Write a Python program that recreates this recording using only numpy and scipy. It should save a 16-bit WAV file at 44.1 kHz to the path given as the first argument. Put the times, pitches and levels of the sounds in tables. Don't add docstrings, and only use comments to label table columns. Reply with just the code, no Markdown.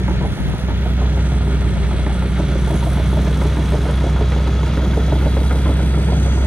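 import sys
import numpy as np
from scipy import signal
from scipy.fft import rfft, irfft, next_fast_len
from scipy.io import wavfile
from scipy.ndimage import uniform_filter1d, map_coordinates

SR = 44100
rng = np.random.default_rng(int(sys.argv[2]) if len(sys.argv) > 2 else 0)


def dump_mix(stems):
    frames = np.atleast_2d(stems).T
    limited = np.clip(frames, -1, 1)
    pcm = np.round(limited * 32767).astype(np.int16)
    wavfile.write(sys.argv[1], SR, pcm)


N = 284886
TIME = np.arange(N) / SR

# time in seconds, firings per second.
FIRING_RATE = [(0.0, 62.6), (0.6, 61.6), (0.85, 62.3), (1.3, 62.55), (1.6, 61.9), (2.05, 61.6),
               (2.55, 61.85), (3.05, 63.45), (4.05, 63.6), (4.8, 64.25), (5.55, 65.7), (5.9, 65.15),
               (6.46, 65.1)]
# time in seconds, approach in dB.
APPROACH = [(0, -3), (1.1, -1.5), (2.2, -1.5), (3.3, 0.5), (4.3, -0.3), (5.4, 0.5), (6.46, 0)]
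# base level in dB, dB gained per dB of approach.
RUMBLE_LEVEL, GROWL_LEVEL = (-22, 0.42), (-34, 1.0)
CLATTER_LEVEL, LOW_HISS_LEVEL = (-38.5, -0.29), (-48.5, 0.83)
# frequency in Hz, left-right likeness from 0 to 1.
LIKENESS = [(60, .99), (150, .99), (300, .96), (500, .8), (1000, .86), (2000, .84), (4000, .72),
            (8000, .71), (14000, .57)]

# time in seconds, fader in dB.
DRONE_FADER = [(0.0, -22.5), (0.12, -20), (0.36, -28.5), (0.66, -21.5), (0.97, -17), (1.3, -18.5),
               (3.0, -18.5), (4.3, -17), (6.46, -17)]
# time in seconds, level in dB.
PIPE_FADER = [(0, -28.5), (.7, -32), (1.3, -29.5), (2.5, -28), (2.95, -31), (3.3, -28), (4.7, -33.5),
              (5.1, -32), (5.5, -34.5), (6.0, -28), (6.46, -42)]
CYLINDER_QUARTERS = [3, 5, 6, 7, 8, 10, 13, 14, 16, 26, 32]
CYLINDER_DB = [-22.5, -23, -14, -20.5, -15, -19.5, -22, -26.5, -24, -25.5, -38.5]
# time in seconds, fader in dB.
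FAN_FADER = [(0, -28), (.6, -30), (1.15, -25), (1.65, -25.5), (1.95, -35.5), (2.5, -24.5), (2.76, -26.5),
             (3.2, -22.5), (3.7, -25.5), (5.1, -25), (5.38, -28), (5.85, -22), (6.46, -26)]
FAN_HARMONIC_DB = [-1.5, -15.5, -24.5]

# frequency in Hz, gain in dB.
RUMBLE_EQ = [(20, -30), (35, -10), (55, -1), (80, 0), (125, -4), (165, 0.5), (210, -4.5), (260, -13),
             (400, -7.5), (520, -32.5), (700, -21), (1100, -30)]
GROWL_EQ = [(250, -4.5), (420, -4), (500, 4), (630, 3.5), (790, -4.5), (940, 0), (1110, -10.5), (1270, 0.5),
            (1500, -7.5), (1900, -16.5), (2600, -20)]
CLATTER_EQ = [(1150, -18), (1400, 3.5), (1750, 0.5), (2200, 1), (2420, -2), (2800, -2), (4000, -5.5),
              (4500, -8), (4900, -17.5), (7000, -46)]
LOW_HISS_EQ = [(4600, -9.5), (5100, 0), (5550, 1), (5850, 2.5), (6650, 2), (7150, -2.5), (7600, -14),
               (8500, -42)]
HIGH_HISS_EQ = [(7000, -27), (7650, 1), (8050, 2), (8330, 7), (8900, 3.5), (9800, -1.5), (11000, -7.5),
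                (12500, -33)]
FIZZ_EQ = [(8000, -22), (10500, 6.5), (12300, 3), (13500, 1), (15700, -2)]
# pitch in Hz, width in Hz, relative level in dB, dB per dB of approach.
PANEL_MODES = [(1407, 76, -12.5, 1.5), (1810, 70, -17.5, -2), (2150, 110, -14.5, 0.5), (3386, 150, -8, 1.4),
               (3840, 120, -13.5, 2)]
# time in seconds, level in dB.
SIZZLE_FADER = [(0, -56), (2.2, -65), (3.6, -59), (4.3, -54), (5.5, -51), (6.46, -49)]
# time in seconds, high hiss fader in dB, fizz fader in dB.
TREBLE_FADERS = [(0, -56, -62), (.5, -52.5, -57), (.72, -56, -60), (.9, -53, -59), (1.03, -54.5, -61),
                 (1.3, -46.5, -59), (1.6, -49.5, -57), (2.2, -50, -57), (2.5, -53, -59), (2.8, -50.5, -55),
                 (3.1, -52.5, -54.5), (3.7, -51, -55), (4.5, -52, -55), (5.0, -50, -56), (5.5, -48.5, -56),
                 (6.1, -50, -56), (6.46, -49, -55)]
# centre in seconds, half length in seconds, change in dB.
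SWISHES = [(.89, .04, 2.5), (1.27, .035, -0.5), (2.7, .05, 3.5), (2.89, 0.056, 2), (3.41, 0.053, 2),
           (3.7, .06, 3), (5.57, 0.036, 2)]
# time in seconds, pitch in Hz, fader in dB.
TURBO_WHISTLE = [(0, 10520, -59), (.14, 10400, -64), (.19, 10350, -77.5), (.26, 10270, -55),
                 (.5, 10080, -54), (.69, 10050, -57), (.8, 10150, -66), (1.15, 10330, -62),
                 (1.65, 10150, -57), (2.3, 10030, -54), (2.52, 10000, -59), (2.7, 10080, -51.5),
                 (2.9, 10230, -48), (3.0, 10360, -57), (3.1, 10450, -52), (3.3, 10330, -59),
                 (3.95, 10500, -54), (4.65, 10700, -59), (5.1, 11080, -59), (5.55, 11250, -58),
                 (5.85, 11130, -57), (6.46, 11100, -60)]
# centre in seconds, half length in seconds, change in dB.
GUSTS = [(.4, 0.47, 15), (1.846, 0.35, 11), (2.8, 0.31, 5.5), (4.6, 0.58, -10)]

# pitch in Hz, relative level in dB, t60 in seconds.
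FRAME_MODES = [(263.4, -11.5, 0.13), (310, -1.5, 0.045), (395, -3.5, 0.032), (440, -2.5, 0.063),
               (563.4, -3.5, 0.061), (613.6, -6, 0.097), (703, -1, 0.027), (861, -3.5, 0.041),
               (941, -1, 0.04), (1240, -4, 0.017), (1398, -10.5, 0.07), (1637, -14, 0.036),
               (2100, -6.5, 0.015)]
# start in seconds, level in dB, link pitch in Hz, brightness in dB.
SHOE_CLANKS = [(.079, -22, 876, 5), (0.212, -23, 973, -7), (.372, -29, 870, -12), (0.535, -29, 860, -9),
               (.683, -27, 800, -4), (.857, -23.5, 726, -2), (1.014, -24.5, 770, -12),
               (1.172, -24.5, 420, -13), (1.319, -24.5, 720, 0), (1.468, -26, 414, -6),
               (1.617, -29.5, 620, 13), (1.754, -30, 430, -6), (1.909, -24.5, 876, -3),
               (2.064, -22.5, 865, 9), (2.223, -24.5, 870, 10), (2.373, -28, 870, 8), (2.521, -28, 680, 4),
               (2.674, -24, 890, 2), (2.826, -26.5, 950, 2), (2.97, -25, 800, -1), (3.127, -22.5, 620, -3),
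               (3.268, -22, 650, 4), (3.416, -23, 942, 7), (3.569, -22.5, 530, 4), (3.720, -23.5, 590, 3),
               (3.855, -22.5, 590, 5.5), (4.008, -23.5, 400, 4), (4.16, -26, 905, 12),
               (4.319, -22.5, 546, 10), (4.472, -24.5, 930, 11), (4.631, -24, 920, 7.5),
               (4.773, -20.5, 660, 3), (4.932, -24, 1570, 10), (5.081, -24.5, 570, -10),
               (5.222, -24.5, 950, 7), (5.367, -19, 630, 4), (5.508, -20, 523, 8), (5.656, -21, 1000, 5.5),
               (5.792, -27.5, 640, 10), (5.939, -23, 560, 10), (6.085, -21.5, 960, -1),
               (6.231, -35, 330, -2), (6.376, -24, 552, 6)]
# start in seconds, level in dB, link pitch in Hz.
SHOE_THUDS = [(.238, -21, 780), (.4, -27, 925), (.705, -29.5, 870), (1.061, -30, 430), (1.491, -32, 388),
              (1.941, -25, 362), (1.989, -26, 720), (2.093, -27.5, 810), (2.254, -22, 368),
              (2.396, -19, 567), (2.555, -20.5, 580), (2.705, -19.5, 595), (2.731, -26, 716),
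              (2.867, -20.5, 690), (2.996, -22, 393), (3.17, -19.5, 619), (3.313, -23, 382),
              (3.452, -22, 380), (3.584, -21.5, 380), (3.741, -20.5, 460), (3.889, -20, 430),
              (4.038, -18.5, 560), (4.063, -23, 660), (4.186, -25.5, 475), (4.208, -19.5, 700),
              (4.361, -22.5, 770), (4.401, -25, 520), (4.666, -24.5, 450), (4.828, -23.5, 536),
              (4.971, -17.5, 440), (5.121, -17, 620), (5.153, -22.5, 900), (5.194, -28, 606),
              (5.259, -17.5, 447), (5.409, -22, 520), (5.548, -22, 460), (5.69, -19.5, 460),
              (5.83, -21.5, 300), (5.974, -20.5, 296), (6.121, -21.5, 714), (6.163, -23, 300),
              (6.26, -24, 310), (6.405, -23, 310)]
# frequency in Hz, gain in dB.
CLANK_EQ = [(300, 3.5), (480, -1.5), (880, -3), (1500, -6.5)]
THUD_EQ = [(300, 5), (480, -1.5), (880, -7.5), (1500, -13)]

# start in seconds, end in seconds, gain in dB.
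BASS_DIPS = [(0.339, 0.395, -8), (0.553, 0.628, -6.5)]
# centre in seconds, half length in seconds, fader in dB, pitch and width in Hz.
PIN_SQUEALS = [(.45, .12, -60, 6450, 400), (2.78, .05, -48, 6580, 700), (2.9, .8, -60, 5900, 500),
               (3.64, .02, -53, 5950, 200), (3.8, .15, -55, 5000, 110), (6.3, 0.2, -45.5, 6260, 600)]
GEAR_ORDERS = [17, 19, 20]
# centre in seconds, half length in seconds, top level in dB.
GEAR_SWELLS = [(3.9, 1.3, -48), (3, 1.6, -47.5), (4.44, .7, -47.5)]
# time in seconds, lag of the left ear in milliseconds.
BEARING = [(0, .112), (.75, .095), (1.75, .066), (3.25, .02), (4.75, -.028), (5.75, -.068), (6.46, -.108)]


def from_db(db):
    return 10 ** (np.asarray(db) / 20)


def rms_one(x):
    return x / np.sqrt(np.mean(x ** 2) + 1e-20)


def in_time(rows):
    s, *columns = np.transpose(rows)
    return [np.interp(TIME, s, c) for c in columns]


def at_hz(points, hz):
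    knots, values = np.transpose(points)
    return np.interp(np.log(hz + 1e-3), np.log(knots), values)


def nearing(level):
    base_db, follows = level
    return base_db + follows * in_time(APPROACH)[0]


def swells(rows):
    return sum(height * np.exp(-((TIME - s) / half_s) ** 2) for s, half_s, height in rows)


def drift(rate_hz):
    hz = np.fft.rfftfreq(N, 1 / SR)
    return rms_one(irfft(rfft(rng.standard_normal(N)) / (1 + (hz / rate_hz) ** 2) ** 2, N))


def butter(x, hz, kind, order=2):
    return signal.sosfilt(signal.butter(order, hz, kind, fs=SR, output="sos"), x)


def noise(eq):
    size = next_fast_len(N)
    hz = np.fft.rfftfreq(size, 1 / SR)
    mid, side = rfft(rng.standard_normal((2, size)))
    alike = at_hz(LIKENESS, hz)
    gain = from_db(at_hz(eq, hz)) / (1 + (hz / eq[-1][0] / 2) ** 4)
    pair = np.sqrt(1 + alike) * mid + np.sqrt(1 - alike) * side * [[1], [-1]]
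    return rms_one(irfft(pair * gain, size)[:, :N])


def resonance(x, hz, width_hz):
    r = np.exp(-np.pi * width_hz / SR)
    return signal.lfilter([1, 0, -1], [1, -2 * r * np.cos(2 * np.pi * hz / SR), r * r], x)


def ring(x, hz, t60):
    r, w = from_db(-60 / (t60 * SR)), 2 * np.pi * hz / SR
    return signal.lfilter([0, np.sin(w)], [1, -2 * r * np.cos(w), r * r], x + 1e-18)


def delayed(x, seconds):
    return map_coordinates(x, [(TIME - seconds) * SR], order=3, mode="nearest")


def firing_gate(firings, depth_db, uneven_db, rough_db):
    angle = 2 * np.pi * firings
    swell = np.cos(angle - 1) + np.cos(2 * angle - 1) / np.pi
    chance = np.interp(firings, np.arange(600), rng.standard_normal(600))
    return rms_one(from_db(depth_db * swell + uneven_db * np.cos(angle / 2 - 1) + rough_db * chance))


def tone(cycles, waver_db, waver_cycles):
    phase = cycles + rng.random() + waver_cycles * drift(2.0)
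    return np.sqrt(2) * np.sin(2 * np.pi * phase) * from_db(waver_db * drift(8.8))


def exhaust(firings):
    drone_db, = in_time(DRONE_FADER)
    pipe_db, = in_time(PIPE_FADER)
    drone = np.sqrt(2) * np.cos(2 * np.pi * firings) * from_db(drone_db + 1.3 + 0.56 * drift(1.7))
    pipe = from_db(pipe_db) * tone(firings * 3, waver_db=1.0, waver_cycles=0.042)
    partials = sum(from_db(db) * tone(firings * k / 4, waver_db=2.5, waver_cycles=0.034)
                   for k, db in zip(CYLINDER_QUARTERS, CYLINDER_DB))
    rumble = noise(RUMBLE_EQ) * firing_gate(firings, depth_db=1.5, uneven_db=0.7, rough_db=3.5)
    body = from_db(6.5) * partials + from_db(-3.5) * rumble
    return drone + pipe + from_db(nearing(RUMBLE_LEVEL)) * body


def fan(firings, blades_per_firing=2.35):
    fan_db, = in_time(FAN_FADER)
    hum = sum(from_db(db) * tone(firings * blades_per_firing * k, waver_db=1.1, waver_cycles=0.021)
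              for k, db in enumerate(FAN_HARMONIC_DB, 1))
    return from_db(fan_db) * hum


def block(firings, panel_db=-36, sizzle_hz=4670, sizzle_width_hz=340):
    growl_db, clatter_db = nearing(GROWL_LEVEL), nearing(CLATTER_LEVEL)
    sizzle_db, = in_time(SIZZLE_FADER)
    growl = noise(GROWL_EQ) * firing_gate(firings, depth_db=-3.0, uneven_db=-0.5, rough_db=2.0)
    clatter = noise(CLATTER_EQ) * firing_gate(firings, depth_db=0.5, uneven_db=0.3, rough_db=1.5)
    knock = noise(CLATTER_EQ) * firing_gate(firings, depth_db=1.5, uneven_db=0.5, rough_db=1.5)
    panels = sum(from_db(nearing((db, follows))) * rms_one(resonance(knock, hz, width_hz))
                 for hz, width_hz, db, follows in PANEL_MODES)
    sizzle = resonance(knock, sizzle_hz, sizzle_width_hz)
    sizzle = rms_one(resonance(sizzle, sizzle_hz, sizzle_width_hz))
    return (from_db(growl_db) * growl + from_db(clatter_db) * clatter
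            + from_db(panel_db) * panels + from_db(sizzle_db) * sizzle)


def hiss(firings, right_lag_s=26e-6):
    swish_db = swells(SWISHES)
    high_db, fizz_db = in_time(TREBLE_FADERS)
    grit_db = 0.78 * drift(40)
    low_db = nearing(LOW_HISS_LEVEL) + 0.83 * drift(7.6)
    low = from_db(low_db) * noise(LOW_HISS_EQ) * from_db([[-2.2], [2.2]])
    high = from_db(high_db + swish_db + grit_db) * noise(HIGH_HISS_EQ)
    fizz = from_db(fizz_db + swish_db + 0.98 * drift(40)) * noise(FIZZ_EQ)
    left, right = (high + fizz + turbo(firings)) * from_db([[-.8], [.8]])
    top = np.array([left, delayed(right, right_lag_s)])
    return (low + top) * firing_gate(firings, depth_db=1.4 + 0.3 * swish_db, uneven_db=1.0, rough_db=1.0)


def turbo(firings, trim_db=-2.5):
    whistle_hz, whistle_db = in_time(TURBO_WHISTLE)
    spin = np.exp(2j * np.pi * np.cumsum(whistle_hz + 30 * drift(15)) / SR)
    air = rng.standard_normal(N) + .5j * rng.standard_normal((2, N))
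    core = rms_one(np.real(butter(air, hz=35, kind="low") * spin))
    breath = rms_one(np.real(butter(air[:, ::-1], hz=290, kind="low") * spin))
    flutter = firing_gate(firings, depth_db=2.0, uneven_db=-2.5, rough_db=1.0)
    return from_db(whistle_db + trim_db + 1.3 * drift(13.0)) * flutter * (core + breath)


def breeze(top_hz, base_db):
    eddies = butter(rng.standard_normal((2, N)), hz=top_hz, kind="low")
    eddies = butter(eddies, hz=49.0, kind="high", order=3)
    return from_db(base_db + swells(GUSTS) + 0.48 * drift(5.8)) * rms_one(eddies)


def tracks(loose_per_s, loose_db):
    clanks = blows(*np.transpose(SHOE_CLANKS), CLANK_EQ, rattle_s=0.03, rattle_db=-6.0)
    thuds = blows(*np.transpose(SHOE_THUDS), bright_db=0, eq=THUD_EQ, rattle_s=0.02, rattle_db=-5.0)
    loose = (rng.random(N) < loose_per_s / SR) * from_db(nearing(GROWL_LEVEL) + loose_db)
    ticks = sum(from_db(db) * ring(loose * rng.standard_normal(N), hz, t60) for hz, db, t60 in FRAME_MODES)
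    return clanks + cracks() + thuds + ticks


def blows(start_s, levels_db, links_hz, bright_db, eq, rattle_s, rattle_db):
    link_db, link_t60, bounces_per_s = 1.5, 0.038, 480
    detune_octaves = 0.042
    spread_s = 0.00252
    age = np.arange(SR // 7) / SR
    frame_hz, frame_db, frame_t60 = np.transpose(FRAME_MODES)
    high_shelf = np.interp(frame_hz, [870, 1280], [0, 1])
    starts = (start_s * SR).astype(int)
    out = np.zeros(N)
    for start, peak_db, link_hz, shelf_db in np.broadcast(starts, levels_db, links_hz, bright_db):
        mode_hz = frame_hz * 2 ** (detune_octaves * rng.standard_normal(len(frame_hz)))
        mode_db = frame_db + at_hz(eq, frame_hz) + shelf_db * high_shelf
        bounces = (rng.random(len(age)) < bounces_per_s / SR) * from_db(rattle_db) * np.exp(-age / rattle_s)
        blow = 0
        for hz, db, t60 in [*zip(mode_hz, mode_db, frame_t60), (link_hz, link_db, link_t60)]:
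            contacts = bounces * rng.standard_normal(len(age))
            contacts[int(rng.random() * spread_s * SR)] += rng.choice([-1, 1])
            blow = blow + from_db(db) * ring(contacts, hz, t60)
        loudest = np.sqrt(uniform_filter1d(blow ** 2, size=300).max())
        out[start:start + len(age)] += from_db(peak_db) / loudest * blow[:N - start]
    return out


def cracks(trim_db=-11, decay_s=0.0057, band_hz=(1170, 2100)):
    bursts = np.zeros(N)
    age = np.arange(SR // 25) / SR
    for s, db, _, bright_db in SHOE_CLANKS:
        start = int(s * SR)
        bursts[start:start + len(age)] += from_db(db + trim_db + 0.43 * bright_db) * np.exp(-age / decay_s)
    return bursts * rms_one(butter(rng.standard_normal(N), band_hz, "band"))


def bass_dips():
    depth_db = sum(db * ((TIME > start) & (TIME < end)) for start, end, db in BASS_DIPS)
    return from_db(uniform_filter1d(depth_db, size=700))


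def squeals():
    out = 0
    for s, half_s, db, hz, width_hz in PIN_SQUEALS:
        rub = resonance(resonance(rng.standard_normal(N), hz, width_hz), hz, width_hz)
        out = out + swells([(s, half_s, from_db(db))]) * rms_one(rub)
    return out * from_db([[-2.2], [2.2]])


def gears(firings):
    return sum(swells([(s, half_s, from_db(db))]) * tone(firings * order, waver_db=1.0, waver_cycles=0.023)
               for order, (s, half_s, db) in zip(GEAR_ORDERS, GEAR_SWELLS))


def open_field(x):
    lag_ms, = in_time(BEARING)
    half_lag_s = lag_ms / 2000
    return np.array([delayed(x[0], half_lag_s), delayed(x[1], -half_lag_s)])


def scene():
    firings = np.cumsum(in_time(FIRING_RATE)[0]) / SR
    dips = bass_dips()
    steel = tracks(loose_per_s=63, loose_db=-13.0)
    low_end = (exhaust(firings) + fan(firings)) * dips
    body = (low_end + steel + block(firings) + gears(firings)) * from_db([[-.3], [.3]])
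    dozer = open_field(body + hiss(firings) + squeals())
    return dozer + breeze(top_hz=108, base_db=-36.5) * dips


def record(dry, cutoff_hz=15680):
    return signal.sosfilt(signal.ellip(12, .1, 90, cutoff_hz, fs=SR, output="sos"), dry)


dry = scene()
out = record(dry)
dump_mix(out)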